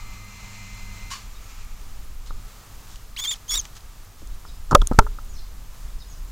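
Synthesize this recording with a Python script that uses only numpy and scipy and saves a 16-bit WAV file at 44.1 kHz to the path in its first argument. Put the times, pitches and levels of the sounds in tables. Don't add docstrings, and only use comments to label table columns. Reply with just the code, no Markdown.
import sys
import numpy as np
from scipy import signal
from scipy.fft import rfft, irfft, next_fast_len
from scipy.io import wavfile
from scipy.ndimage import uniform_filter1d

SR = 44100
rng = np.random.default_rng(int(sys.argv[2]) if len(sys.argv) > 2 else 0)


def gain_from_db(level_db):
    decades = np.asarray(level_db, float) / 20
    return 10 ** decades


def log_audio(samples):
    frames = np.atleast_2d(samples).T
    limited = np.clip(frames, -1, 1)
    pcm = np.round(limited * 32767).astype(np.int16)
    wavfile.write(sys.argv[1], SR, pcm)


N = 278623
TIME = np.arange(N) / SR

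# time in seconds, pitch in Hz, effort in dB, mouth opening in dB.
SQUEAKS = [
    [(3.164, 1860, -43, 10), (3.168, 2310, -38.5, -5), (3.176, 3053, -34.5, -14), (3.186, 3508, -38, -2),
     (3.19, 3300, -33, -4), (3.203, 3272, -34.5, -0.5), (3.213, 3480, -39, -1), (3.231, 3540, -33, -3),
     (3.239, 3650, -38, -4)],
    [(3.239, 3670, -24.5, -5), (3.244, 3462, -33, -13), (3.254, 3200, -28.5, -11), (3.261, 3210, -30, -10),
     (3.271, 3215, -36, 1), (3.277, 3525, -27, -8), (3.297, 3625, -31.5, 4), (3.308, 3633, -35, 4)],
    [(3.308, 3640, -34, 6), (3.314, 3230, -27.5, -7), (3.32, 3450, -30, -5.5), (3.327, 3574, -37, 4),
     (3.337, 3360, -36, -4), (3.341, 3115, -35, -14), (3.344, 2983, -67.5, -7)],
    [(3.48, 2998, -57, 6), (3.498, 3420, -32.5, 5.5), (3.507, 3450, -29, -1.5), (3.521, 3354, -36.5, 8),
     (3.547, 3466, -30, -3), (3.558, 3790, -29, -5), (3.568, 3800, -34, 0), (3.576, 3774, -28.5, -1),
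     (3.588, 3450, -40.5, 11)],
    [(3.588, 3466, -37, 7.3), (3.592, 3330, -41, 13), (3.594, 3300, -43, 10.5), (3.599, 3132, -42, 18.6),
     (3.603, 3120, -56, 24), (3.607, 3100, -59.5, 13)],
]
# time in seconds, pitch in Hz, level in dB.
WHISTLE = [(3.503, 5660.0, -45), (3.514, 5420.0, -34), (3.522, 5500.0, -29), (3.536, 5560.0, -29.5),
           (3.547, 5650.0, -31), (3.558, 5430.0, -38), (3.569, 5840.0, -34), (3.58, 5850.0, -36),
           (3.591, 5560.0, -50)]
# multiple of the voice, multiple of the whistle, level in dB.
MIXING = [(-1, 1, -11), (1, 1, -6), (2, -1, -19), (3, -1, -12), (-2, 2, -13), (-2, 3, -12), (2, 1, -16),
          (-1, 2, -19), (5, -2, -17)]
# start in seconds, length in seconds, level in dB.
BREAKS = [(3.182, 0.028, -37.5), (3.204, .014, -45), (3.236, 0.03, -38), (3.253, .014, -44.5),
          (3.306, 0.024, -38.5), (3.503, 0.021, -37.5), (3.518, .014, -41), (3.53, 0.031, -36),
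          (3.554, 0.035, -39.5)]
# frequency in Hz, density in dB per Hz.
RASP = [(500, -23), (1000, 2.5), (2200, -5.5), (3400, 4.5), (5000, 5.5), (7000, 2.5), (9500, -1),
        (12000, -10), (14500, 3), (16500, -12)]
CLEAR_DB, BREAK_EDGE_S = -44.5, 0.0046
UPPER_DB, UPPER_LEAST_DB = -23, -57
THROAT_HZ, THROAT_WIDTH_HZ, THROAT_DB = 14300, 1500, 9.5

# time in seconds, shell ring in dB, crack in dB, peak of the air push
# (full scale 1), brightness in dB per octave.
KNOCKS = [(2.306, -27, -55, 0.02, 1), (4.451, -35, -63, 0.008, 1), (4.711, -10, -21, -0.1, 3),
          (4.716, -30, -25, 0.1, 0.1), (4.7193, -12, -30, 0.34, 0.1), (4.7222, -15, -40, 0.05, 0.1),
          (4.7275, -11, -33, 0.25, 0.1), (4.7307, -14, -44, -0.5, 3), (4.7374, -30, -57, -0.26, 0.1),
          (4.7459, -20, -60, 0.3, 0.1), (4.7486, 8, -3, 1.4, -2), (4.7515, 4, -7, 0.1, 4),
          (4.817, -19, -40, 0, 3), (4.822, -28, -43, 0.15, 0.1), (4.914, -18.5, -42, .5, 0.1),
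          (4.9176, -30, -61, 0.3, 0.1), (4.922, -26, -55, 0.25, 0.1), (4.934, -36, -37, 0, 0.1),
          (4.945, -36, -56, 0.07, 0.1), (4.9882, 10, 0.5, 2.8, -1), (4.9908, 6, -10, 0, 3),
          (5.012, -32, -60, 0, -4), (5.022, -32, -60, 0, -6), (5.029, -34, -59.5, 0, 3),
          (5.066, -20.5, -50.5, 0, 5), (5.186, -28, -57, 0, 3)]
# time in
# seconds, # level in dB, pitch in Hz, width over pitch.
TICKS = [(2.958, -35, 6500, 0.55), (2.958, -36, 3000, 0.5), (3.601, -23, 5200, 0.28),
         (3.612, -33.5, 3480, 0.82), (3.613, -29, 6540, 0.65), (3.615, -37.5, 10880, .5),
         (3.653, -29.5, 5440, 0.51), (3.653, -30.5, 2340, 0.53), (3.654, -38, 895, 0.88),
         (4.73, -36.5, 2890, 0.33), (3.793, -49, 4500, .5), (3.806, -44, 4500, .5),
         (4.218, -40.5, 244, 0.82), (4.273, -36.5, 7280, .5), (4.7535, -5.5, 581, 0.33),
         (4.7502, -0.5, 7560, 0.33), (4.756, -27, 5800, .4), (4.76, -38.5, 6000, .4),
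         (4.759, -41.5, 3620, .25), (4.777, -45.5, 5490, .4), (4.816, -20, 3330, .2),
         (4.817, -28, 5620, 0.33), (4.8215, -35, 8300, .4), (4.8718, -13.5, 6480, .25),
         (4.8722, -13.5, 8700, .25), (4.871, -29, 3670, .4), (4.872, -30, 14100, .3),
         (4.899, -43.5, 14430, .3), (4.9345, -42, 8960, .6), (4.955, -44, 5500, 0.55),
         (5.748, -51.5, 4500, 0.48), (5.928, -45, 3160, 0.47), (5.948, -49.5, 7000, .5)]
# frequency in Hz, level in dB, t60 in seconds.
SHELL = [(255, -33, .1), (398, -37, .2), (428, -40, .24), (600, -13, .032), (840, -17, .03),
         (920, -7, .027), (1040, -4, .02), (1250, 0, .021), (1360, -3, .027), (1650, -17, .022)]
RING_PHASE = 1.5
RIM_HZ, RIM_WIDTH = 5200, 0.6
REBOUND = 0.085
TICK_RING_DB = -30

# start in seconds, length in seconds, level in dB.
SHUFFLES = [(2.258, 0.019, -48.5), (2.854, 0.1, -52.5), (3.32, 0.037, -45.5), (3.589, 0.07, -50),
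            (3.75, 0.026, -45.5), (4.172, 0.044, -59), (4.328, 0.02, -63), (6.273, .04, -61)]
# frequency in Hz, density in dB per Hz.
LITTER = [(900, -7), (2500, -8.5), (3500, -4.5), (4600, -5), (6500, -4), (7800, -7), (9000, -17),
          (14000, -23)]

# time in seconds, level in dB.
GRIP = [(0, -35), (2.2, -31), (2.6, -38.5), (4.1, -36.5), (4.6, -32.5), (5.3, -29), (5.9, -31.5),
        (6.32, -26.5)]
# time of the peak in seconds, level in dB, half length in seconds.
JOLTS = [(0.113, -35.5, 0.11), (0.77, -53, 0.035), (1.2, -56, 0.12), (1.68, -47, 0.071), (2.36, -26, 0.069),
         (2.74, -46, 0.053), (2.925, -35.5, .05), (3.11, -45, 0.04), (3.303, -41.5, 0.074),
         (3.581, -31, 0.054), (4.214, -36.5, 0.039), (4.3, -32.5, 0.071), (4.49, -32, 0.032),
         (4.719, -25.5, 0.032), (4.793, -15.5, 0.043), (4.834, -20, .03), (4.932, -26, 0.064),
         (5.009, -18.5, 0.063), (5.11, -32, 0.047), (5.33, -34, 0.076), (5.854, -34.5, 0.058),
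         (5.967, -37.5, 0.032)]
# frequency in Hz, density in dB per Hz.
HAND = [(10, -3), (22, -1.5), (38, -4.5), (55, -13), (90, -26.5), (160, -35), (300, -45.5)]

# frequency in Hz, level in dB rms.
WHINE = [(100.5, -48), (199.2, -56), (942.1, -66), (1238, -63), (2073, -53), (2363, -63), (2449, -65),
         (2756, -69), (4140, -60), (5421, -71), (6008, -70), (6212, -72)]
# time in seconds, level in dB.
FAN = [(0, -55.5), (.72, -51.5), (1.09, -54), (1.35, -60.5), (1.61, -55), (1.97, -68), (2.6, -67)]
# frequency in Hz, density in dB per Hz.
AIR = [(70, -0.5), (200, 6), (400, -19.5), (900, -1.5), (1300, -3.5), (1700, -5.5), (2400, 3), (3300, -6.5),
       (5500, -5), (7200, -2), (8500, -14.5)]
# time in seconds, level in dB, t60 in seconds.
CLACKS = [
    (1.103, -35.5, 0.16),
    (1.112, -30.5, 0.1),
    (1.121, -32, 0.12),
    (1.134, -33.5, 0.11),
    (1.153, -39.5, 0.33),
]
# frequency in Hz, density in dB per Hz.
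CASING = [(410, -51), (700, -25), (1070, 4.5), (1370, -9), (1630, -2.5), (2030, -9.5), (2960, -4.5),
          (3690, -7), (4020, -5.5), (5520, -5.5), (6970, -6.5), (7690, -12), (12000, -22), (15500, -27)]
# start in seconds, frequency in Hz, level in dB, t60 in seconds.
PANEL = [(1.113, 1086, -37, 0.1), (1.113, 2930, -35.5, 0.15), (1.114, 4150, -39, 0.082),
         (1.116, 6960, -38.5, .07), (1.125, 4480, -41, 0.28)]

# start in seconds, length in seconds, start pitch in Hz, end pitch in Hz, level in dB.
BIRDS = [(1.325, .04, 5400, 3900, -64), (1.478, .025, 5600, 5550, -64), (1.488, .02, 5000, 4950, -66),
         (1.42, .04, 6700, 6500, -66), (2.262, .04, 5000, 3900, -67), (2.293, .016, 3800, 3770, -60),
         (1.352, .03, 3800, 3760, -62), (4.455, .04, 5600, 3850, -60), (5.288, .04, 6900, 6800, -60),
         (5.325, .075, 6800, 3800, -59.5), (5.405, .05, 4780, 4740, -65), (5.985, .035, 5700, 3900, -60),
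         (6.012, .026, 3900, 3600, -57), (6.078, .07, 6750, 6500, -59), (4.484, .024, 3900, 3720, -60),
         (6.125, .04, 5700, 5100, -66), (6.1, .04, 6600, 6000, -64), (6.275, .02, 7400, 7300, -64)]

# frequency in Hz, density in dB per Hz.
ROOM = [(53, -37.5), (90, 3.5), (165, -10), (255, -13), (378, -18), (412, -15.5), (558, -18), (1190, -14.5),
        (1550, -18.5), (2290, -21), (5470, -22), (6790, -20.5), (9210, -26), (12200, -27.5), (16200, -28)]
# frequency in Hz, density in dB per Hz.
DUCT = [(1050, -28.5), (1180, -1.5), (1240, -3), (1320, -4), (1450, -38.5)]
# time in seconds, level in dB.
DUCT_SWELL = [(0, 10), (1.1, -3), (1.3, 7), (1.5, 10.5), (1.9, 1), (2.3, 6.5), (2.43, 8), (2.55, 0.5),
              (6.32, -6)]

# frequency in Hz, level in dB rms.
CIRCUIT = [(10282, -76.5), (11989, -71.5), (12016, -76), (13695, -78.5)]
BLIP_BEATS = [2, 7, 15, 16, 20, 21, 24, 26, 27, 40, 43, 46, 50, 52, 57, 62]
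# frequency in Hz, density in dB per Hz.
BLIP = [(8500, -20), (9700, 0), (11300, -10), (13000, -1), (14500, -20)]
CLOCK_S, CLOCK_START_S, BLIP_DB = 0.1, 0.0405, -57.5
# frequency in Hz, density in dB per Hz.
APART = [(59, -36), (366, -15), (900, -8), (1810, -10), (7860, -10), (11000, -7), (16200, -7)]


def unit(x):
    return x / np.sqrt(np.mean(x ** 2) + 1e-20)


def curves(rows, rest):
    s, *columns = np.transpose(rows)
    return [np.interp(TIME, s, column, rest, rest) for column in columns]


def filtered(x, response):
    m = next_fast_len(len(x) + 8192)
    hz = np.fft.rfftfreq(m, 1 / SR) + 1e-3
    return irfft(rfft(x, m) * response(hz), m)[:len(x)]


def noise(spectrum, count=N):
    f, db = np.transpose([(1, -120), *spectrum, (SR / 2, -120)])
    white = rng.standard_normal(count)
    return unit(filtered(white, lambda hz: gain_from_db(np.interp(np.log(hz), np.log(f), db))))


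def wobble(rate):
    knots = rng.standard_normal(int(N * rate / SR) + 4)
    part, whole = np.modf(TIME * rate)
    whole = whole.astype(int)
    left, right = knots[whole], knots[whole + 1]
    return left + (right - left) * part ** 2 * (3 - 2 * part)


def add(track, s, x):
    part = track[round(s * SR):][:len(x)]
    part += x[:len(part)]


def echoes(x, t60, wet_db):
    t = TIME[:SR // 2]
    tail = rng.standard_normal(len(t)) * gain_from_db(-60 * t / t60)
    return x + gain_from_db(wet_db) * signal.fftconvolve(x, tail / np.linalg.norm(tail))[:N]


def pup():
    hz, first, mouth_db = np.max([curves(call, -120) for call in SQUEAKS], axis=0)
    hz = uniform_filter1d(np.maximum(hz, 1800), size=70)
    second = first + mouth_db
    upper = np.maximum((first + second) / 2 + UPPER_DB, np.minimum(UPPER_LEAST_DB, first - 8))

    chaos_db = np.full(N, CLEAR_DB)
    for s, length, db in BREAKS:
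        to_edge = np.minimum(TIME - s, s + length - TIME)
        chaos_db += (db - CLEAR_DB) * np.clip(to_edge / BREAK_EDGE_S, 0, 1)
    chaos_db = np.minimum(chaos_db, np.maximum(first, second) + 3)
    rasp_db = -36 + 1.7 * (chaos_db + 34)
    shake = np.clip(gain_from_db(rasp_db + 41), 0, 1)

    jitter = 0.006 * wobble(200) + 0.022 * shake * wobble(900)
    phase = 2 * np.pi * np.cumsum(hz * (1 + jitter)) / SR
    flutter = gain_from_db(1.6 * wobble(500) * shake + 1.1 * wobble(170))
    beat = np.cos(2 * np.pi * np.cumsum(1200 + 130 * wobble(200)) / SR)
    flutter *= 1 + 0.55 * shake * beat * (TIME < 3.4)

    throat = THROAT_DB * np.exp(-((4 * hz - THROAT_HZ) / THROAT_WIDTH_HZ) ** 2)
    partials = [
        first,
        second + 2 * wobble(90) + shake * (3.5 * wobble(450) - 2),
        upper + 1 - 4 * shake + 5 * wobble(70),
        upper - 8 + throat + 5 * wobble(70),
        upper - 8,
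    ]
    tone = np.zeros(N)
    for k, db in enumerate(partials, 1):
        tone += gain_from_db(db + 4) * np.sin(k * phase) * (k * hz < 16000)

    high_hz, high_db = curves(WHISTLE, -120)
    waver = np.where(TIME < 3.548, 0.014, 0.04) * wobble(600)
    high = 2 * np.pi * np.cumsum(high_hz * (1 + waver)) / SR
    tone += gain_from_db(high_db + 3.2) * np.sin(high)
    for m, n, db in MIXING:
        tone += gain_from_db(high_db + db + 2.1 * wobble(150)) * np.sin(round(m) * phase + round(n) * high)

    lumps = gain_from_db(1.2 * wobble(700))
    rasp = gain_from_db(rasp_db + 7.5) * lumps * noise(RASP) * (1 + 0.35 * np.cos(phase))
    return echoes(flutter * tone + rasp, t60=0.05, wet_db=-15)


def shell_ring(tilt_db):
    t = TIME[:SR // 4]
    size, start = rng.normal(0, 1.2, (2, len(SHELL)))
    ring = np.zeros(len(t))
    for (f, db, t60), d, p in zip(SHELL, size, start):
        bright_db = tilt_db * np.log2(max(f, 600) / 1200)
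        mode = np.sin(2 * np.pi * f * t + RING_PHASE + 0.71 * p)
        ring += gain_from_db(db + d + bright_db - 60 * t / t60) * mode
    return ring * (1 - np.exp(-t / 0.00034))


def crack(hz, wide):
    t = TIME[:SR // 4 // 3]
    burst = rng.standard_normal(len(t)) * gain_from_db(-60 * t / (0.007 + 16 / hz))
    x = filtered(burst, lambda f: (1j * f * 0.7 * hz / (hz * hz - f * f + 1j * f * wide * hz)) ** 2)
    return x / abs(x).max()


def air_push(push):
    u = TIME[:SR // 4] - 0.01
    dip = np.where(u < 0, np.exp(np.minimum(u, 0) / 0.00039), np.exp(-abs(u) / 0.0013))
    swing = 2.6 * (1 - np.exp(-np.maximum(u, 0) / 0.005)) * np.exp(-abs(u) / 0.011)
    return push * (REBOUND * push * swing - dip)


def knocks():
    dull, sharp = np.zeros(N), np.zeros(N)
    contacts = [(s, db, crack_db, RIM_HZ, RIM_WIDTH, push, tilt_db)
                for s, db, crack_db, push, tilt_db in KNOCKS]
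    contacts += [(s, db + TICK_RING_DB, db, hz, wide, 0, 0) for s, db, hz, wide in TICKS]
    for s, db, crack_db, hz, wide, push, tilt_db in contacts:
        add(dull, s, gain_from_db(db - 4.5) * shell_ring(tilt_db))
        add(sharp, s, gain_from_db(crack_db) * crack(hz, wide))
        add(dull, s - 0.01, air_push(push))
    return sharp + filtered(dull, lambda f: 1 / (1 - (f / 1550) ** 2 + 1j * f / 1550) ** 3)


def litter():
    swell = np.zeros(N)
    for s, length, db in SHUFFLES:
        add(swell, s, gain_from_db(db) * np.hanning(round(length * 1.4 * SR)) ** 0.3)
    return swell * noise(LITTER) * gain_from_db(2 * wobble(350))


def handling():
    grip_db, = curves(GRIP, -45)
    grip = gain_from_db(grip_db - 1 + 2.2 * wobble(9))
    jolts = sum(gain_from_db(db) * np.exp(-((TIME - s) / half) ** 2) for s, db, half in JOLTS)
    return (grip + jolts) * gain_from_db(-4 + 1.22 * wobble(26)) * noise(HAND)


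def machine():
    since_off = np.clip(TIME - CLACKS[0][0], 0, None)
    running = gain_from_db(2 * (np.minimum(TIME, 1.1) - 0.35) - 60 * since_off / 0.71)
    out = np.zeros(N)
    for hz, db in WHINE:
        tone = np.sin(2 * np.pi * hz * TIME + 0.65 * wobble(24))
        out += running * gain_from_db(db + 3 + 1.4 * wobble(20)) * tone
    air_db, = curves(FAN, -120)
    out += gain_from_db(air_db + 4.5 + 1.5 * wobble(19.85)) * noise(AIR)
    t = TIME[:SR // 3]
    for s, db, t60 in CLACKS:
        add(out, s, gain_from_db(db - 60 * t / t60) * (1 - np.exp(-t / 0.0012)) * noise(CASING, count=len(t)))
    for s, hz, db, t60 in PANEL:
        level = gain_from_db(db - 60 * t / t60 + 2.7 * wobble(150)[:len(t)])
        add(out, s, level * np.sin(2 * np.pi * hz * t))
    return out


def birds():
    glides, held, waver = np.zeros(N), np.zeros(N), wobble(900)
    for s, length, start_hz, end_hz, db in BIRDS:
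        u = np.linspace(0, 1, round(length * SR))
        gliding = start_hz - end_hz > 450
        waver_hz = waver[round(s * SR):][:len(u)] * (500 if gliding else 70)
        hz = start_hz + (end_hz - start_hz) * u + waver_hz
        note = gain_from_db(db) * np.sin(np.pi * u) ** 0.4 * np.sin(2 * np.pi * np.cumsum(hz) / SR)
        add(glides if gliding else held, s, note)
    hoarse = gain_from_db(3 * wobble(600))
    smeared = hoarse ** 1.5 * echoes(glides, t60=0.05, wet_db=6)
    far = echoes(smeared, t60=0.45, wet_db=1)
    near = echoes(hoarse * held * gain_from_db(7.5), t60=0.3, wet_db=-8)
    return far + near


def room():
    hush = gain_from_db(-50 + 1.1 * wobble(6)) * noise(ROOM)
    swell_db, = curves(DUCT_SWELL, 0)
    return hush + gain_from_db(-67 + swell_db + 2.2 * wobble(5.4)) * noise(DUCT)


def camera():
    out = sum(gain_from_db(db + 7 + 1.1 * wobble(8)) * np.sin(2 * np.pi * hz * TIME) for hz, db in CIRCUIT)
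    for beat in BLIP_BEATS:
        blip = np.hanning(800) * noise(BLIP, count=800)
        add(out, CLOCK_START_S + beat * CLOCK_S, gain_from_db(BLIP_DB + rng.normal(0, 1.5)) * blip)
    return out


def scene():
    near = pup() + knocks()
    mid = near + litter() + handling() + machine() + birds() + room() + camera()
    side = gain_from_db(-66) * noise(APART) + gain_from_db(-39) * filtered(near, lambda f: 1j * (1 + f / 3000))
    return np.array([mid + side, mid * gain_from_db(0.1) - side])


def top_cut(x):
    return signal.sosfilt(signal.butter(12, 15850, fs=SR, output="sos"), x)


def record(dry):
    clipped = np.clip(dry, -0.9, 1.01)
    limited = np.array([filtered(v, lambda f: f < 16000) for v in clipped])
    return top_cut(limited)


dry = scene()
out = record(dry)
log_audio(out)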